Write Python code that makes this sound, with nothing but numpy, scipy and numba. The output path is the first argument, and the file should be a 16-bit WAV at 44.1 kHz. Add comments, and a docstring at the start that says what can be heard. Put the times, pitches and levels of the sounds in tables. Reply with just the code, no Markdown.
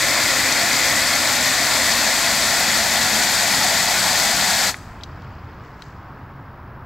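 """On a lawn, two microphones close to a metal bucket. A hose nozzle sprays hard into it: dense drops and
bubbles hiss and ring the air above the rising water. The valve snaps shut, the foam fizzes away,
the trigger clicks and the nozzle is dropped in the grass. Distant traffic, a far engine,
a machine's hum and a faint electronic whine lie underneath."""
import sys
import numpy as np
from scipy import signal
from scipy.fft import rfft, irfft, next_fast_len
from scipy.io import wavfile
from numba import njit

SR = 44100
rng = np.random.default_rng(int(sys.argv[2]) if len(sys.argv) > 2 else 0)


def wav_out(sig):
    """Save sig, one row per channel (or a flat mono array), as 16-bit PCM at SR to the path in sys.argv[1]."""
    wavfile.write(sys.argv[1], SR, np.round(np.clip(np.atleast_2d(sig).T, -1, 1) * 32767).astype(np.int16))


N = 302085
TIME = np.arange(N) / SR
SHUT_S = 4.695  # the trigger is let go
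SINCE_SHUT_S = np.maximum(TIME - SHUT_S, 0)

# spectrum of spray striking the water: frequency_hz, level_db_per_hz
SPLASH_SPECTRUM = [(30, -78), (130, -68.5), (430, -65.5), (2950, -63.5), (3400, -58), (3950, -58),
                   (4500, -55), (5400, -60), (6400, -60.5), (6900, -58.5), (8050, -60), (9200, -70),
                   (10800, -68.5), (13300, -70), (15700, -77.5)]


def undb(db):
    """Decibels to gain."""
    return 10 ** (np.asarray(db) / 20)


def unit(x):
    """Scale to a standard deviation of 1."""
    return x / np.std(x)


def per_hz(x):
    """Scale a flat-spectrum signal to 0 dB per Hz."""
    return unit(x) * np.sqrt(SR / 2)


def colour(x, points):
    """Filter by a curve of (frequency_hz, gain_db) points."""
    hz, db = np.transpose(points)
    size = next_fast_len(N + SR // 10)
    bin_hz = np.maximum(np.arange(size // 2 + 1) * SR / size, 1)
    gain = undb(np.interp(np.log(bin_hz), np.log(hz), db))
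    return irfft(rfft(x, size) * gain, size)[:N]


def wander(rate_hz):
    """Smooth random drift with spread 1 that turns about rate_hz times a second."""
    bin_hz = np.arange(N // 2 + 1) * SR / N
    return unit(irfft(rfft(rng.standard_normal(N)) * np.exp(-(bin_hz / rate_hz) ** 2), N))


@njit
def resonate(x, hz, width_hz):
    """State-variable band-pass with a moving centre, gain 1 at the peak."""
    out, band_state, low_state = np.empty(len(x)), 0., 0.
    for i in range(len(x)):
        tuning, damping = np.tan(np.pi * hz[i] / SR), width_hz / hz[i]
        band = (band_state + tuning * (x[i] - low_state)) / (1 + tuning * (tuning + damping))
        band_state = 2 * band - band_state
        low_state += 2 * tuning * band
        out[i] = damping * band
    return out


def impacts(per_s, spread_db):
    """Tiny clicks of uneven size at random moments."""
    size = undb(spread_db * np.clip(rng.standard_normal(N), -3, 3))
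    return unit((rng.random(N) < per_s / SR) * size * rng.choice([-1, 1], N))


def bubbles(low_hz, high_hz, cycles, spread_db, count, samples=400):
    """Each bubble rings, gliding up as it nears the surface and losing 40 dB over the given cycles."""
    when, pitch, strength, turn = rng.random((count, 4)).T[:, :, None]
    hz = low_hz * (high_hz / low_hz) ** pitch
    age_s = np.arange(samples) / SR
    life = age_s * hz / cycles
    phase = 2 * np.pi * (hz * age_s * (1 + .06 * np.minimum(life, 1)) + turn)
    size = hz * undb(spread_db * strength)  # weighting by pitch keeps the overall spectrum flat
    rings = size * undb(-40 * life) * np.sin(phase)
    places = (when * N).astype(int) + np.arange(samples)
    return unit(np.bincount(places.ravel(), rings.ravel(), N)[:N])


def flow(valve_t60_s=.096, settle_t60_s=.8, settle_db=-22.5):
    """The jet runs until the valve cuts it; the last drops and the churning die more slowly."""
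    valve = undb(-60 * SINCE_SHUT_S / valve_t60_s)
    settle = undb(-60 * SINCE_SHUT_S / settle_t60_s)
    return valve + undb(settle_db) * (settle - valve)


def bucket_air(fill, gurgle_below_hz=1100):
    """Drops ring the air in the bucket, whose resonances shift as fill goes from 0 to 1."""
    # air resonances: shallow_hz, filled_hz, width_hz, shallow_db_per_hz, filled_db_per_hz
    air_modes = [(287.5, 201, 104, -55, -56.5), (552, 622, 140, -55, -58), (685, 704, 121, -56.5, -51),
                 (817, 864, 263, -60, -54), (1074, 1090, 310, -56.5, -60.5),
                 (1414, 1440, 258, -54.5, -54.5), (1764, 1720, 230, -51, -53.5),
                 (2010, 1933, 310, -48, -52.5), (2276, 2180, 330, -55.5, -57),
                 (2496, 2474, 290, -55.5, -58)]
    out = np.zeros(N)
    for shallow_hz, filled_hz, width_hz, shallow_db, filled_db in air_modes:
        sway = 1 + .018 * wander(8.4)  # the surface heaves
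        hz = (shallow_hz + (filled_hz - shallow_hz) * fill) * sway
        drops = per_hz(impacts(per_s=8000, spread_db=3.5))  # each resonance is fed by different drops
        ring = resonate(resonate(drops, hz, float(width_hz)), hz, float(width_hz))
        # big pockets of air dragged under by the jet feed the low resonances
        surge_db = .35 + 1.1 * wander(9.9) if shallow_hz < gurgle_below_hz else .55 * wander(12)
        out += ring * undb(shallow_db + (filled_db - shallow_db) * fill + surge_db)
    return out


def spray(shallow_db=-.44, filled_db=.72, sputter_db=.42):
    """Close up, drops and bubbles hiss on the water and ring the bucket as it fills."""
    fill = np.minimum(TIME / SHUT_S, 1) ** .67  # changes fastest while the water is shallow
    froth_db = shallow_db + (filled_db - shallow_db) * fill  # deeper froth hisses more
    drops = impacts(per_s=30000, spread_db=2.5)
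    bubbling = undb(-8) * bubbles(1974, 14700, cycles=25, spread_db=-1.5, count=8000)
    hiss = colour(per_hz(drops + bubbling), SPLASH_SPECTRUM) * undb(froth_db + sputter_db * wander(30))
    body = bucket_air(fill)
    flutter_db = .2 * wander(12)  # mains pressure holds the jet almost steady
    return (hiss + body) * flow() * undb(flutter_db)


def wall_scatter(gain_db=-24, above_hz=2400):
    """A little of the spray's treble scatters off the wall."""
    scatter = colour(per_hz(rng.standard_normal(N)), SPLASH_SPECTRUM) * flow() * undb(gain_db)
    return signal.sosfilt(signal.butter(8, above_hz, "high", fs=SR, output="sos"), scatter)


def traffic():
    """Tyre roar and rumble carry from far roads."""
    # distant road noise: frequency_hz, level_db_per_hz
    road_spectrum = [(20, -75.5), (45, -64.5), (70, -63), (115, -62), (190, -67.5), (300, -72), (530, -77),
                     (1020, -72), (1600, -77.5), (2600, -94.5), (5000, -108), (9000, -127), (11800, -116),
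                     (15500, -117)]
    return colour(per_hz(rng.standard_normal(N)), road_spectrum) * undb(.5 * wander(3))


def far_engine(start_hz=87.7, sag_hz_per_s=.46, tone_db=-54, swell_db=13, swell_s=5.25, swell_width_s=.35):
    """A far engine drones over its exhaust noise, slowly losing speed and swelling once."""
    # exhaust rumble: frequency_hz, gain_db
    exhaust_spectrum = [(15, -19.5), (45, -3), (125, -2.5), (220, -24.5), (2000, -76.5)]
    hz = (start_hz - sag_hz_per_s * TIME) * (1 + .025 * wander(13))
    tone = unit(np.sin(2 * np.pi * np.cumsum(hz) / SR))
    exhaust = undb(-2) * unit(colour(rng.standard_normal(N), exhaust_spectrum))
    swell = np.exp(-((TIME - swell_s) / swell_width_s) ** 2)
    return (tone + exhaust) * undb(tone_db + swell_db * swell + 1.3 * wander(8))


def machine_hum():
    """A machine in the neighbourhood hums in narrow tones whose level and phase wander."""
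    # hum tones: pitch_hz, width_hz, level_db
    hum_tones = [(132.3, 7.3, -49), (1260, 3.3, -57)]
    out = np.zeros(N)
    for hz, width_hz, db in hum_tones:
        phase = 2 * np.pi * hz * TIME
        out += undb(db) * (wander(width_hz) * np.cos(phase) + wander(width_hz) * np.sin(phase))
    return out


def electronic_whine(pulse_hz=68, sharpness=1.4):
    """Electronics give off thin, faint tones that pulse evenly."""
    # whine tones: pitch_hz, level_db
    whine_tones = [(5350, -81), (9383, -94.5), (11560, -80.5), (13470, -79.5), (13735, -83), (15620, -75.5)]
    pulse = np.exp(sharpness * np.cos(2 * np.pi * pulse_hz * TIME))
    return sum(undb(db) * unit(pulse * np.sin(2 * np.pi * hz * TIME)) for hz, db in whine_tones)


def nozzle_knocks(crack_db=5, crack_t60_s=.016, scatter_db=-18, scatter_t60_s=.13):
    """Each knock of the nozzle is a crack and a short metallic ring, with a faint scatter off the wall."""
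    # knocks and the band each contact excites: start_s, peak_db, centre_hz, width_octaves, ring_time_ratio
    knocks = [(.5238, -9.5, 5600, .5, 1.1), (4.743, -16.5, 1900, .4, .3), (4.768, -35, 8200, .35, .3),
              (5.0105, -36, 3100, .3, 1.1), (5.0352, -20.5, 4000, .6, .85), (5.2215, -42, 4300, .55, 1.1),
              (5.8214, -25.5, 2250, .9, .7)]
    # modes of the metal nozzle: pitch_hz, gain_db, t60_s
    nozzle_modes = [(1394, -3.5, .03), (1990, -5.5, 0.024), (3150, -4.5, 0.032), (3580, 3, 0.011),
                    (3880, 0.5, 0.027), (4240, -3, 0.023), (4750, -13.5, 0.043), (5540, -5, 0.025),
                    (6080, -10, 0.058), (7160, -10, .03), (7760, -7, .025), (9380, -12, 0.045),
                    (13400, 0, .02)]
    out, age_s = np.zeros(N), TIME[:SR // 4]
    samples = len(age_s)
    bin_hz = np.maximum(np.arange(samples // 2 + 1) * SR / samples, 1)
    crack = undb(crack_db - 60 * age_s / crack_t60_s)
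    scatter = undb(scatter_db - 60 * age_s / scatter_t60_s)
    fade = 1 - age_s / age_s[-1]
    for start_s, peak_db, centre_hz, width_octaves, ring_time_ratio in knocks:
        ring = np.zeros(samples)
        for hz, gain_db, t60_s in nozzle_modes:
            decay = undb(gain_db - 60 * age_s / (t60_s * ring_time_ratio))
            ring += decay * np.sin(2 * np.pi * (hz * age_s + rng.random()))
        noise = (crack + scatter) * rng.standard_normal(samples)
        offset = np.log2(bin_hz / centre_hz) / width_octaves
        contact_band = 1 / np.sqrt(1 + offset ** np.where(offset < 0, 8, 6))  # steeper on the bass side
        knock = irfft(rfft(ring + noise) * contact_band, samples) * fade
        start = int(start_s * SR)
        out[start:start + samples] += undb(peak_db) * knock / np.abs(knock).max()
    return out


def foam(loss_db=11.5, loss_after_s=1.96):
    """Small bubbles burst in a soft fizz; once the valve shuts, the froth lingers, then thins ever faster."""
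    # bursting foam: frequency_hz, level_db_per_hz
    fizz_spectrum = [(700, -92.5), (1900, -83.5), (2900, -91.5), (3800, -99), (4900, -94.5), (6300, -106),
                     (7500, -107), (8900, -124), (15000, -128)]
    pops = impacts(per_s=15000, spread_db=2)
    bubbling = undb(-4.5) * bubbles(1500, 10000, cycles=53, spread_db=9.5, count=9000)
    thinning = undb(-loss_db * (SINCE_SHUT_S / loss_after_s) ** 2)
    return colour(per_hz(pops + bubbling), fizz_spectrum) * thinning


def hose_in_grass():
    """Grass blades brush the falling hose; each rustle rises and dies away."""
    # brushes, rising and falling over 60 dB: peak_s, gain_db, rise_s, fall_s
    brushes = [(5.648, -3, .12, .45), (5.84, 2.5, .25, 0.54)]
    # grass rubbing on the hose: frequency_hz, level_db_per_hz
    grass_spectrum = [(1500, -104), (4500, -94), (7800, -100), (9200, -117), (13500, -116)]
    rustle = sum(undb(db - 60 * np.maximum((peak_s - TIME) / rise_s, (TIME - peak_s) / fall_s))
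                 for peak_s, db, rise_s, fall_s in brushes)
    return colour(per_hz(impacts(per_s=3700, spread_db=5.5)), grass_spectrum) * rustle


def scene():
    """Two close microphones hear the lawn in phase; only their treble and the wall's scatter differ."""
    # treble balance of the microphones: frequency_hz, left_minus_right_db
    balance = [(1600, 0), (2100, .3), (2900, 1.8), (3700, 5.2), (5300, 8.3), (6500, 7.5), (7400, 4.6),
               (8300, 0), (9000, -.5), (9900, -2.2), (11800, 0)]
    close = spray() + foam() + hose_in_grass() + nozzle_knocks()
    distant = traffic() + far_engine() + machine_hum()
    mid = close + distant
    left_curve = [(hz, 20 * np.log10(2 / (1 + undb(-db)))) for hz, db in balance]
    side = colour(mid, left_curve) - mid + wall_scatter()
    return np.array([mid + side, mid - side]) + electronic_whine()


def record(dry):
    """The recorder cuts the top steeply."""
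    top_hz = 15750
    return signal.sosfilt(signal.ellip(12, .1, 80, top_hz, fs=SR, output="sos"), dry)


dry = scene()
out = record(dry)
wav_out(out)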